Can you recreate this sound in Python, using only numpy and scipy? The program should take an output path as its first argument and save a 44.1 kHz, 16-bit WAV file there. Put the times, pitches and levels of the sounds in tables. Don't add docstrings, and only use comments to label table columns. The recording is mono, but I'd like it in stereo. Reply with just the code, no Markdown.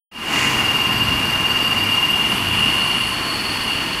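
import sys
import numpy as np
from scipy.fft import rfft, irfft, next_fast_len
from scipy.io import wavfile
from scipy.ndimage import map_coordinates

SR = 44100
rng = np.random.default_rng(int(sys.argv[2]) if len(sys.argv) > 2 else 0)


def file_out(sig):
    cols = np.atleast_2d(sig).T
    lim = np.clip(cols, -1, 1)
    pcm = np.round(lim * 32767).astype(np.int16)
    wavfile.write(sys.argv[1], SR, pcm)


N = 176400


def amp(db):
    return 10 ** (np.asarray(db) / 20)


def unit(x):
    return x / np.sqrt(np.mean(x ** 2) + 1e-20)


def along(points, hz):
    knots_hz, values = np.transpose(points)
    return np.interp(np.log(hz + 1), np.log(knots_hz + 1), values)


def curves(rows):
    time_s, *columns = np.transpose(rows)
    return np.array([np.interp(np.arange(N) / SR, time_s, column) for column in columns])


def wobble(rate_hz):
    knots = rng.standard_normal(int(N * rate_hz / SR) + 4)
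    return map_coordinates(knots, [np.arange(N) * rate_hz / SR])


def filtered(x, response):
    size = next_fast_len(N + SR // 2)
    return irfft(rfft(x, size) * response(np.fft.rfftfreq(size, 1 / SR)), size)[..., :N]


def panned(x, left_db):
    return x * amp(np.array([left_db, -left_db]).reshape(2, -1) / 2)


def rush(spectrum):
    # frequency_hz, correlation
    coherence = [(90, .998), (180, .96), (290, .85), (400, .5), (550, -.2), (800, .25), (1050, .4),
                 (1400, .25), (1800, -.1), (2500, 0), (14000, .15)]

    def mid_side_gains(hz):
        angle = np.arccos(np.clip(along(coherence, hz), -1, 1)) / 2
        return amp(along(spectrum, hz)) * [np.cos(angle), np.sin(angle)]

    mid, side = filtered(rng.standard_normal((2, N)), mid_side_gains)
    return unit(np.array([mid + side, mid - side]))


def tone(hz, drift_rad, sway_db):
    phase = 2 * np.pi * (hz * np.arange(N) / SR + rng.random())
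    drift = drift_rad * (wobble(4.87) + np.array([wobble(2.19), wobble(2)]))
    return unit(np.sin(phase + drift) * amp(sway_db * wobble(7)))


def opening_hiss():
    # frequency_hz, density_db
    spectrum = [(150, -70), (600, -16), (1200, -23), (2000, 5.5), (2400, 3.5), (3500, -11), (5000, -13),
                (7000, -8), (10000, -28), (15000, -46)]
    # time_s, gain_db
    level = [(.1, -53), (.3, -25), (.43, -18.5), (.6, -28.5), (.85, -36), (1.3, -80)]
    return panned(rush(spectrum), left_db=-1.5) * amp(curves(level) + 0.89 * wobble(149))


def motor():
    # pitch_hz, gain_db
    hum_lines = [(98, -1.5), (124.5, -1)]
    # time_s, gain_db
    drone_level = [(.3, -36), (.58, -32), (.92, -35.5), (1.08, -25.5), (1.3, -33), (1.65, -36),
                   (1.85, -33.5), (2.02, -39), (2.15, -34.5), (2.32, -38.5), (2.53, -30.5), (2.8, -34),
                   (3.05, -39.5), (3.4, -42), (3.65, -38), (4, -38.5)]
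    # frequency_hz, density_db
    frame_spectrum = [(20, -22), (30, -11), (42, -1), (70, 5), (100, 0), (150, -5), (220, 6), (500, -54)]
    floor_spectrum = [(15, -16), (28, -13), (40, -3), (75, -8), (110, -10), (200, -6), (600, -70)]
    hum = sum(amp(db) * tone(hz, drift_rad=1.65, sway_db=4.5)[0] for hz, db in hum_lines)
    drone = amp(-2.5) * hum + amp(-1.5) * rush(frame_spectrum)
    return amp(curves(drone_level)) * drone + amp(-41.5) * rush(floor_spectrum)


def rollers():
    # frequency_hz, density_db
    spectrum = [(30, -46), (120, -8), (175, -1.5), (290, 0.2), (400, -4), (550, -6.5), (800, -2.5),
                (1050, -1), (1400, -3), (1800, -3), (2100, -2), (2550, -5.5), (3000, -5.5), (3350, -9.5),
                (3650, -12.5), (4000, -13.5), (4800, -12), (5400, -15), (6300, -18), (7100, -20.5),
                (8700, -24), (11500, -26.5), (12500, -25), (14000, -28), (15500, -34)]
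    # frequency_hz, left_minus_right_db
    balance = [(300, 0), (600, 0.5), (1800, -0.5), (2150, -2.5), (2500, -12), (3300, -1.5), (4000, 1.5),
               (5200, 3), (6500, 0), (9000, 5), (13000, 2.5)]
    # time_s, gain_db
    level = [(.35, -18.5), (.6, -20), (.9, -21), (2.1, -21.5), (2.4, -22), (2.75, -21), (3.1, -23),
             (3.5, -23), (4, -23)]
    roar = filtered(rush(spectrum), lambda hz: panned(0.97, along(balance, hz)))
    return roar * amp(curves(level) + .4 * wobble(11.95) + 0.64 * wobble(200))


def web():
    # frequency_hz, density_db
    spectrum = [(6500, -50), (7500, -2), (8600, -1), (9500, 1.5), (10300, 4), (10700, -0.5), (11800, -2),
                (12200, -12), (15000, -24)]
    # time_s, gain_db
    level = [(.4, -36), (.9, -40.5), (2, -39), (2.5, -35.5), (2.9, -33.5), (3.2, -36.5), (3.7, -35.5),
             (4, -40)]
    paper = panned(rush(spectrum), left_db=17)
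    return paper * amp(curves(level) - 6 + 0.81 * wobble(20) + 1.3 * wobble(400))


def gears():
    # pitch_hz, level_db
    mesh_lines = [(993, -43), (1045.6, -35), (1064, -43), (1133, -44), (2372, -39)]
    # time_s, gain_db
    mesh_level = [(.4, 0.5), (2.9, 0), (3.3, -2.5), (3.6, -11), (4, -9)]
    drive_level = [(.4, -52), (2.2, -46), (2.7, -39.5), (3.4, -42), (3.9, -38)]
    mesh = sum(amp(db) * tone(hz, drift_rad=0.65, sway_db=2.5) for hz, db in mesh_lines)
    drive = tone(hz=1832, drift_rad=.8, sway_db=2)
    return mesh * amp(curves(mesh_level)) + drive * amp(curves(drive_level))


def rubbed(turns, resonance, fresh, size=8192, orders=760):
    rims = irfft(np.exp(2j * np.pi * rng.random((2, orders))), size)
    roughness = np.array([np.interp(turns % 1, np.arange(size) / size, rim) for rim in rims])
    force = unit(roughness) + fresh * rng.standard_normal((2, N))
    return unit(filtered(force, lambda hz: amp(along(resonance, hz))))


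def squeal(turns, order=151, ceiling=1.1):
    # time_s, phase_roughness_rad, beat_depth, right_lead_rad
    state = [(.45, .25, .4, .4), (.65, .25, .72, .3), (1.6, .25, .68, .1), (1.85, .6, .35, 0),
             (2.15, .3, .35, -.6), (2.45, .6, .4, 1.6), (2.75, .9, .3, 2.8), (3.05, .4, .55, 3.1),
             (4, .5, .5, 3.4)]
    flutter_counts = (2, 4, 8)
    flutter_depths = [.3, .33, .45]
    roughness, beat_depth, lead = curves(state)
    flutters = [1 + depth * np.cos(2 * np.pi * (count * turns + rng.random()) + wobble(4))
                for count, depth in zip(flutter_counts, flutter_depths)]
    grip = np.prod(flutters, axis=0) * amp(3.2 * wobble(70))
    swing = grip / np.sqrt(1 + (grip / ceiling) ** 2)
    swing *= amp(1.5 * wobble(30.03))
    beat = 1 + beat_depth * np.exp(-2j * np.pi * turns + .5j * wobble(20))
    drift = 0.79 * np.array([wobble(2.08), wobble(1.855)])
    ear_phase = drift + roughness * wobble(110) + np.array([-lead, lead]) / 2
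    carrier = np.exp(1j * (2 * np.pi * order * turns + ear_phase))
    return unit(np.real(swing * beat * carrier))


def knives(shaft_hz=18.665, speed_wander=0.000707, first_beat_s=.003):
    # frequency_hz, gain_db
    blade_modes = [(300, -65), (2300, -29), (2620, -33), (2720, -0.5), (2860, 5.5), (2925, -6), (2965, 2),
                   (3000, -19.5), (3150, -18), (3350, -10), (3550, -45), (8000, -70)]
    scrape_modes = [(1000, -56), (2200, -10), (2500, -6), (2750, 2.5), (3030, 7), (3200, -15), (3350, 1.5),
                    (3480, -8.5), (3800, -17), (8000, -70)]
    lower_modes = [(1000, -70), (3900, -35), (4200, -15.5), (4300, -2), (4390, 2), (4440, 0), (4490, -9),
                   (4800, -37), (8000, -70)]
    upper_modes = [(1000, -70), (4400, -35), (4505, -7), (4567, 4.5), (4600, -13), (4635, -9), (4720, -6.5),
                   (5100, -25), (8000, -70)]
    overtone_modes = [(3000, -70), (7000, -50), (7880, -24), (8020, -2), (8150, -24), (9000, -50),
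                      (11000, -24), (11450, -8), (11760, 0), (11950, -9), (12150, -35), (13000, -60)]
    # time_s, left_db, right_db
    squeal_level = [(.42, -21, -17), (.7, -22.5, -18.2), (1.5, -22, -18.5), (1.68, -22, -18.5),
                    (1.8, -21, -16), (2.1, -20, -14), (2.22, -24, -14.5), (2.33, -26, -19),
                    (2.46, -27, -20.5), (2.62, -27, -10.5), (2.76, -29, -15), (2.95, -22.5, -13.3),
                    (3.05, -29, -14), (3.13, -28, -20), (3.35, -33, -24.5), (3.64, -29, -22),
                    (3.73, -26.5, -13.5), (3.82, -28, -19.5), (3.97, -29, -22)]
    lower_level = [(.45, -39, -37), (2.1, -44, -39), (2.35, -41, -36), (2.9, -29, -35), (3.1, -30.5, -34),
                   (3.33, -22, -30), (3.65, -28.5, -33), (3.95, -31, -32)]
    upper_level = [(.45, -35, -37), (.9, -32.5, -36), (1.3, -33.5, -35.5), (1.8, -31, -30.5),
                   (2.1, -39, -36), (2.8, -34, -38), (3.35, -32, -38), (3.7, -31, -33), (4, -37, -38)]
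    overtone_level = [(.45, -41, -54), (.8, -37, -51), (1.8, -36.5, -48), (2.4, -37, -49), (3, -50, -48),
                      (3.8, -50, -49)]
    # time_s, gain_db
    scrape_level = [(.5, -38), (2, -42), (2.35, -26.5), (2.65, -26.5), (3.1, -30.5), (3.6, -28), (4, -29.5)]
    speed_hz = shaft_hz * (1 + speed_wander * wobble(4))
    turns = np.cumsum(speed_hz) / SR - shaft_hz * first_beat_s
    pressure_db = 2.2 * np.sin(2 * np.pi * turns) + 2.2 * wobble(28) - .8
    squealing = amp(-1.7) * squeal(turns) + amp(-5.8) * rubbed(turns, blade_modes, fresh=0.33)
    squealing *= amp(curves(squeal_level))
    scrape = panned(rubbed(turns, scrape_modes, fresh=1.8), left_db=-11) * amp(curves(scrape_level))
    lower_ring = rubbed(turns, lower_modes, fresh=0.65)
    lower_ring *= amp(curves(lower_level) + 0.95 + 1.4 * wobble(25))
    upper_ring = unit(rubbed(turns, upper_modes, fresh=.4) + tone(hz=4567, drift_rad=1.1, sway_db=2) / 2)
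    upper_ring *= amp(curves(upper_level) + 0.35 + pressure_db)
    overtones = rubbed(turns, overtone_modes, fresh=0.61)
    overtones *= amp(curves(overtone_level) + 0.5 + pressure_db)
    return squealing + scrape + lower_ring + upper_ring + overtones


def scene():
    return knives() + gears() + motor() + rollers() + web() + opening_hiss()


def record(dry, top_hz=15750):
    # time_s, gain
    fade_in = [(.113, 0), (.118, .05), (.16, 0.15), (.22, 0.3), (.28, 0.51), (.35, 0.94)]
    return filtered(dry * curves(fade_in), lambda hz: hz < top_hz)


dry = scene()
out = record(dry)
file_out(out)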